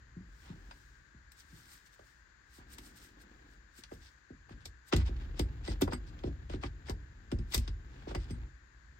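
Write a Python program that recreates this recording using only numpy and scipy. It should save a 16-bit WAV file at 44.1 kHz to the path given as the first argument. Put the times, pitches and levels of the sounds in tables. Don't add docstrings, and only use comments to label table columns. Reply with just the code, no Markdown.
import sys
import numpy as np
from scipy import signal
from scipy.fft import rfft, irfft
from scipy.io import wavfile

SR = 44100
rng = np.random.default_rng(int(sys.argv[2]) if len(sys.argv) > 2 else 0)


def generate_wav(sig):
    pcm = np.round(np.clip(np.atleast_2d(sig).T, -1, 1) * 32767).astype(np.int16)
    wavfile.write(sys.argv[1], SR, pcm)


N = 396459

# start in seconds, then relative levels in dB of
# the boom near 60 Hz, the thud and the knock near 520 Hz.
SHOVES = [(0.159, -62, -43.5, -73.5), (0.198, -69, -56.5, -77.5), (0.493, -58, -45, -72.5),
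          (1.138, -61, -63, -80), (1.52, -66, -55, -87), (1.99, -69, -76.5, -56),
          (2.579, -57.5, -63.5, -66.5), (2.783, -80, -61, -67.5), (3.781, -86, -62.5, -73),
          (3.915, -57.5, -54, -48), (4.299, -59, -54, -60.5), (4.502, -53, -56.5, -64.5),
          (4.655, -51.5, -70.5, -58.5), (4.926, -28, -34.5, -31.5), (4.96, -29, -41.5, -54.5),
          (5.086, -46, -53.5, -52), (5.391, -31.5, -41, -37.5), (5.678, -34, -49, -41),
          (5.815, -37, -33, -33), (5.875, -47, -51, -40), (5.924, -43, -43, -51),
          (6.236, -39.5, -44, -40.5), (6.269, -41.5, -47.5, -47.5), (6.495, -38.5, -56.5, -47),
          (6.535, -41.5, -46, -44.5), (6.634, -41.5, -48.5, -48.5), (6.89, -38, -47.5, -43.5),
          (7.318, -32.5, -39, -43.5), (7.385, -41.5, -48, -61), (7.54, -31.5, -55.5, -40.5),
          (7.569, -30, -45.5, -57.5), (7.674, -36.5, -56.5, -59), (8.068, -53.5, -51.5, -45),
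          (8.11, -48, -56.5, -45), (8.15, -36.5, -49.5, -44), (8.3, -37, -47, -56.5)]
# frequency in Hz, level in dB.
SHOVE_COLOUR = [(22, -75.5), (32, -59.5), (42, -36), (70, -38.5), (130, -42), (240, -38), (360, -37),
                (500, -44.5), (750, -53), (1200, -66), (2500, -100)]
# frequency in Hz, width in Hz, level in dB.
CABIN_RESONANCES = [(46.6, 5.4, 6), (62.6, 4.9, 10), (86.3, 9.1, 8), (110, 14, 6), (149, 11.8, -3),
                    (348.4, 19.4, -2.5), (585.4, 31, 1)]
BOOM_HZ, KNOCK_HZ = 60, 520
THUD_HZ, THUD_TOP_HZ, HARDNESS_DB_PER_OCTAVE = 275.7, 310, 44
TRAVEL_S = .0102


def knocks(power=.85, echo_lag_s=.03, echo_db=-8, ring_width_hz=22, ring_db=2,
           scatter_db=-9, scatter_t60_s=.22, level_db=-3):
    out = np.zeros((2, N))
    t = np.arange(2 ** 14) / SR
    fade_out = np.cos(np.pi / 2 * t / t[-1]) ** 2
    direct = bending_wave(t, TRAVEL_S, power)
    for start, boom_db, thud_db, knock_db in SHOVES:
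        hardness_octaves = (knock_db - thud_db) / HARDNESS_DB_PER_OCTAVE
        thud_hz = min(THUD_HZ * 2 ** hardness_octaves, THUD_TOP_HZ)
        longer_path_s = echo_lag_s * np.exp(.2 * rng.standard_normal())
        wave = direct + undb(echo_db) * bending_wave(t, longer_path_s, power)
        wave = colour(wave, *np.transpose(SHOVE_COLOUR))
        wave = colour(wave, [BOOM_HZ, thud_hz, KNOCK_HZ], [boom_db, thud_db, knock_db])
        wave = resonate(wave, [(thud_hz, ring_width_hz, ring_db)])
        add(out, start, cabin(wave * fade_out, scatter_db, scatter_t60_s))
    return undb(level_db) * resonate(out, CABIN_RESONANCES)


def bending_wave(t, lag_s, power):
    f = bins(t) / 300
    cycles = 300 * lag_s * f ** (1 - power) / (1 - power)
    return irfft(np.exp(-2j * np.pi * cycles), len(t)) * SR


# start in seconds, then relative levels in dB of the clack near 1.4 kHz,
# the snap near 5 kHz, the edge near 13 kHz and the metal ring.
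CONTACTS = [(0.711, -48, -57, -85, -64), (1.319, -70, -62, -60, -81), (1.993, -60, -77, -80, -88),
            (2.784, -52, -52, -53.5, -76), (3.837, -57, -50, -71, -76), (3.915, -50, -74, -80, -83),
            (4.494, -53.5, -74, -79, -81), (4.656, -56.5, -44, -55, -68), (4.926, -26, -39.5, -72, -51),
            (4.935, -35, -35, -56, -55), (4.964, -43.5, -37.5, -51, -66), (5.165, -58, -60, -100, -82),
            (5.394, -40, -39.5, -47, -46), (5.678, -52, -50, -86, -49), (5.812, -37, -62, -43, -54),
            (5.8185, -34.5, -34, -40.5, -69), (5.877, -35, -68, -72, -61), (5.922, -35.5, -62, -70, -59),
            (5.933, -37, -52.5, -56, -47), (6.191, -58, -60, -96, -73), (6.237, -54, -55.5, -93, -72),
            (6.498, -52, -57, -74, -65), (6.535, -52, -54, -83, -71), (6.636, -32.5, -50.5, -74, -66),
            (6.886, -44, -59, -70, -59), (6.897, -54, -47, -52, -60), (6.9045, -44, -68, -64, -70),
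            (7.317, -48, -49, -65, -59.5), (7.388, -61, -58.5, -80, -70), (7.538, -44, -43, -56.5, -40.5),
            (7.5445, -42.5, -28, -30.5, -47), (7.548, -38, -37, -38.5, -67), (7.5785, -51, -39, -43, -61.5),
            (7.678, -48.5, -46.5, -72, -66.5), (8.112, -48, -71, -86, -72), (8.1495, -36, -49, -57.5, -49),
            (8.307, -63, -57, -67, -56)]
CONTACT_BANDS_HZ = [1400, 5000, 13000]


def clicks(chatter_s=.007, chatter_db=-9, dull_db=-6, rub_s=.0045, rub_db=-18, level_db=11):
    out = np.zeros((2, N))
    lead, crack_s = 512, .0012
    t = np.arange(-lead, 2 ** 12 - lead) / SR
    crack = (t >= 0) * np.exp(-abs(t) / crack_s)
    rub = undb(rub_db) * np.exp(-abs(t) / rub_s)
    after = undb(chatter_db) * np.exp(-abs(t) / chatter_s)
    loose = np.where(t < 0, rub, after)
    for start, clack_db, snap_db, edge_db, _ in CONTACTS:
        chatter = loose * grit(len(t), rate_hz=1200, spread_db=2.0)
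        chatter = colour(chatter, CONTACT_BANDS_HZ, [0, 0, dull_db])
        burst = crack * rng.standard_normal((2, len(t))) + chatter
        add(out, start - lead / SR, colour(burst, CONTACT_BANDS_HZ, [clack_db, snap_db, edge_db]))
    return undb(level_db) * out


# frequency in Hz, relative level in dB.
METAL_RING = [(2010, 1), (2160, -4), (2990, -7.5), (4550, -8.5), (4870, 1.5), (5040, -3), (6050, -10.5),
              (8190, -1), (8400, -11.5)]
METAL_T60_S = .085


def metal(level_db=0, spread_db=2.3):
    out = np.zeros((2, N))
    t = np.arange(2 ** 12) / SR
    hz, db = np.transpose(METAL_RING)[:, :, None]
    for start, *_, ring_db in CONTACTS:
        strength, detune, *phases = rng.standard_normal((4, len(hz), 1))
        pitch = hz * (1 + .009 * detune)
        decay = undb(db + spread_db * strength - 60 * t / METAL_T60_S)
        modes = decay * np.sin(2 * np.pi * (pitch * t + np.array(phases)))
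        add(out, start, undb(ring_db + level_db) * modes.sum(axis=1))
    return out


# start in seconds, end in seconds,
# relative level in dB near 1.4 kHz, relative level in dB near 5 kHz.
SLIPS = [(0.416, 0.541, -60.5, -70), (1.389, 1.415, -83, -63), (2.574, 2.646, -62, -80),
         (4.003, 4.104, -73, -64), (4.505, 4.533, -64, -68.5), (4.596, 4.637, -72, -73),
         (4.969, 5.034, -51.5, -57), (5.054, 5.091, -54.5, -57), (5.189, 5.256, -62, -69),
         (5.367, 5.404, -60, -60), (5.64, 5.683, -57.5, -55), (5.686, 5.734, -67, -52),
         (5.91, 5.935, -63.5, -55), (6.07, 6.099, -72, -64.5), (6.244, 6.289, -69, -64.5),
         (6.494, 6.562, -55.5, -59.5), (6.614, 6.678, -57, -57), (6.857, 6.915, -57.5, -59),
         (7.519, 7.553, -52.5, -46), (7.595, 7.673, -70.5, -65), (7.867, 8.094, -67, -73.5),
         (8.075, 8.127, -54.5, -58.5), (8.174, 8.265, -67.5, -63.5), (8.283, 8.321, -62, -65)]
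SCRAPE_EDGE_DB = -25


def scrapes(slip_hz=900, spread_db=4, level_db=4):
    out = np.zeros((2, N))
    fade_s = .012
    for start, end, low_db, high_db in SLIPS:
        size = max(int((end - start + 2 * fade_s) * SR), 64)
        levels_db = [low_db, high_db, high_db + SCRAPE_EDGE_DB]
        rub = colour(grit(size, slip_hz, spread_db), CONTACT_BANDS_HZ, levels_db)
        add(out, start - fade_s, rub * signal.windows.tukey(size, .8))
    return undb(level_db) * out


# second of greatest speed, length in seconds,
# relative level in dB.
CABLE_PULLS = [(0.44, 0.2, -67), (0.78, 0.51, -70), (1.4, 0.056, -60), (1.58, 0.21, -63),
               (1.735, 0.13, -58.5), (1.87, 0.042, -64), (1.94, 0.045, -65), (2.08, 0.24, -69.5),
               (2.565, 0.091, -61.5), (2.735, 0.051, -56), (2.865, 0.097, -58.5), (2.975, 0.035, -59),
               (3.04, 0.13, -60.5), (3.22, 0.035, -62), (3.36, 0.39, -79), (3.53, 0.094, -71.5),
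               (3.79, 0.056, -57.5), (3.94, 0.063, -63), (4.05, 0.21, -69.5), (4.89, 0.034, -58),
               (7.535, 0.045, -53.5)]
PULL_RISE_SHARE, PULL_SHAPE = .56, 1.2
# frequency in Hz, level in dB.
SHEATH_COLOUR = [(300, -19), (800, -5.5), (1600, 2.5), (2600, -2.5), (5000, 0.5), (6500, -4), (8500, -6.5),
                 (10500, -28.5), (15500, -15)]
# frequency in Hz, level in dB.
HARD_PULL_COLOUR = [(3000, -26), (6000, -9.5), (9000, 7.5), (10800, -9), (12500, 0.5), (15500, -8.5)]
# frequency in Hz, width in Hz, level in dB.
HOUSING_RESONANCES = [(957, 70, -5.5), (1140, 100, -2), (1330, 180, -10.5), (1480, 100, 1), (1950, 71, -5),
                      (3540, 270, -6), (4650, 210, -11), (5270, 270, -9), (6000, 440, -3), (7050, 250, -5)]


def slide(slip_hz=450, spread_db=2.0, level_db=-1, bright_db=3, brightening=.55, crackle_db=-7):
    speed = strokes(CABLE_PULLS, PULL_RISE_SHARE, PULL_SHAPE)
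    rub = unit(colour(grit(N, slip_hz, spread_db), *np.transpose(SHEATH_COLOUR)))
    squeeze = unit(colour(grit(N, slip_hz, spread_db), *np.transpose(HARD_PULL_COLOUR)))
    squeeze *= undb(bright_db) * (speed / speed.max()) ** brightening
    creases = grit(N, rate_hz=400, spread_db=6.5)
    creases = colour(creases, [1000, 3000, 6000, 10000], [-20, 0, 0, -20])
    creases = unit(cabin(resonate(creases, HOUSING_RESONANCES), wet_db=-2.5, t60_s=.08))
    return speed * undb(level_db) * (rub + squeeze + undb(crackle_db) * creases)


# time in seconds, effort in dB.
HAND_EFFORT = [(0.0, -58.5), (0.58, -54.5), (1.1, -63.5), (2.45, -67), (2.7, -58.5), (3.7, -64.5),
               (4.0, -57.5), (4.3, -73.5), (4.56, -51), (4.88, -67), (5.08, -40), (6.55, -46.5),
               (7.25, -51), (7.62, -44), (7.92, -50.5), (8.42, -42.5), (8.58, -62.5), (8.99, -55.5)]
# second of greatest speed, length in seconds, level in dB.
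GLOVE_BRUSHES = [(0.56, 0.31, -62), (1.58, 0.31, -69.5), (2.8, 0.42, -62.5), (3.28, 0.56, -62.5),
                 (5.7, 0.089, -47), (6.14, 0.26, -62), (8.0, 0.4, -59.5)]
BRUSH_RISE_SHARE, BRUSH_SHAPE = .37, 2.9
# frequency in Hz, level in dB.
MOUNT_COLOUR = [(20, -33.5), (31, -21), (43, 2.5), (62, 2), (85, -11), (130, -10.5), (200, -30),
                (500, -82.5)]
# frequency in Hz, level in dB.
GLOVE_COLOUR = [(80, -8.5), (160, -2), (300, 1.5), (420, -7), (600, -12), (1000, -14), (2000, -18),
                (4000, -24), (8000, -44)]


def strain(rumble_db=0, grip_db=-15, brush_db=0):
    effort = undb(np.interp(np.arange(N) / SR, *np.transpose(HAND_EFFORT)))
    gripping = undb(grip_db) * effort
    brushing = undb(brush_db) * strokes(GLOVE_BRUSHES, BRUSH_RISE_SHARE, BRUSH_SHAPE)
    rumble = unit(colour(rng.standard_normal((2, N)), *np.transpose(MOUNT_COLOUR)))
    rustle = unit(colour(grit(N, rate_hz=170, spread_db=2.46), *np.transpose(GLOVE_COLOUR)))
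    return undb(rumble_db) * effort * rumble + np.hypot(gripping, brushing) * rustle


# frequency in Hz, left level in dB per Hz, right level in dB per Hz.
MICROPHONE_HISS = [(100, -102, -102), (348, -104, -104), (720, -111, -112), (1040, -99, -106),
                   (1325, -99, -104), (1570, -88, -103), (1774, -90.5, -102), (2196, -102, -112),
                   (3016, -110, -116), (4700, -107, -123), (5490, -114, -120), (7220, -105, -122),
                   (8000, -128, -129), (14900, -138, -138)]


def hiss():
    hz, *sides = np.transpose(MICROPHONE_HISS)
    noises = [colour(rng.standard_normal(N), hz, db) for db in sides]
    return np.array(noises) * np.sqrt(SR / 2)


def cabin(x, wet_db, t60_s, build_s=.0052):
    t = np.arange(2 ** 13) / SR
    walls = rng.standard_normal((2, len(t))) * undb(-60 * t / t60_s) * (1 - np.exp(-t / build_s))
    walls *= undb(wet_db) / np.sqrt(np.sum(walls ** 2) / 2)
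    walls[0, 0] = 1
    walls[1, int(.003 * SR)] = 1
    return signal.fftconvolve(np.atleast_2d(x), walls, axes=1)[:, :x.shape[-1]]


# frequency in Hz, left lead in radians,
# coherence (likeness) from 0 to 1, left minus right level in dB.
MICROPHONE_PORTS = [(60, 0, 0.98, 0.5), (300, 0.5, 0.99, 0), (463, 1.5, 0.96, -2.5), (650, 2.21, 1, 1.5),
                    (840, 1.5, 0.64, 0.5), (1585, 6, 0.03, -1), (3450, 2.5, 0.3, 1.5),
                    (5440, -1, 0.2, 11.5), (6740, 7, 0.3, 2), (8350, 4.5, 0.7, 1), (11000, 3, .95, 0.5),
                    (13800, 6, 0.61, -0.5)]


def ports(pair):
    hz, *columns = np.transpose(MICROPHONE_PORTS)
    lead, alike, pan_db = (along(bins(pair), hz, column) for column in columns)
    direct, diffuse = rfft(pair)
    right = alike * np.exp(-1j * lead) * direct + np.sqrt(1 - alike ** 2) * diffuse
    balance = undb(pan_db)
    return irfft(np.array([direct * balance, right]) * np.sqrt(2 / (1 + balance ** 2)), N)


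def strokes(rows, rise_share, shape):
    power = np.zeros(N)
    for peak, length, db in rows:
        t = np.arange(-min(2 * length, peak), 2 * length, 1 / SR)
        away = np.maximum(-t / rise_share, t / (1 - rise_share)) / length
        add(power, peak + t[0], (undb(db) * np.exp(-away ** shape)) ** 2)
    return np.sqrt(power)


def grit(size, rate_hz, spread_db):
    hold = max(int(SR / rate_hz), 2)
    strengths = undb(spread_db * rng.standard_normal(size // hold + 1))
    slips = np.repeat(strengths, hold)[:size]
    return unit(rng.standard_normal((2, size)) * slips)


def resonate(x, modes):
    f = bins(x)
    response = 1
    for hz, width, db in modes:
        response = response + undb(db) / (1 + 1j * (f * f - hz * hz) / (f * width))
    return irfft(rfft(x) * response, x.shape[-1])


def colour(x, hz, db):
    return irfft(rfft(x) * undb(along(bins(x), hz, db)), x.shape[-1])


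def along(f, hz, values):
    return np.interp(np.log(f), np.log(hz), values)


def bins(x):
    return np.maximum(np.fft.rfftfreq(x.shape[-1], 1 / SR), 1)


def undb(db):
    return 10 ** (np.asarray(db) / 20)


def unit(x):
    return x / np.sqrt(np.mean(x ** 2))


def add(track, start, sound):
    i = max(int(start * SR), 0)
    track[..., i:i + sound.shape[-1]] += sound[..., :N - i]


# frequency in Hz, level in dB.
CONTACT_COLOUR = [(150, -27.5), (500, 4), (900, 7), (1400, 2), (2600, 6.5), (5000, 4), (6800, -1),
                  (8500, 9), (10500, 0.5), (13000, 4), (16000, -10)]


def scene():
    struck = colour(clicks() + scrapes(), *np.transpose(CONTACT_COLOUR))
    plastic = resonate(struck, HOUSING_RESONANCES)
    contacts = cabin(plastic + metal(), wet_db=-8.0, t60_s=.095)
    return ports(knocks() + contacts + slide() + strain()) + hiss()


NOTCH_HZ, NOTCH_WIDTH_HZ, NOTCH_DB = 10270, 720, -14
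TOP_HZ = 16100


def record(dry):
    notch = undb(NOTCH_DB * np.exp(-((bins(dry) - NOTCH_HZ) / NOTCH_WIDTH_HZ) ** 2))
    notched = irfft(rfft(dry) * notch, N)
    low_pass = signal.ellip(10, .2, 80, TOP_HZ, fs=SR, output="sos")
    return signal.sosfilt(low_pass, notched)


dry = scene()
out = record(dry)
generate_wav(out)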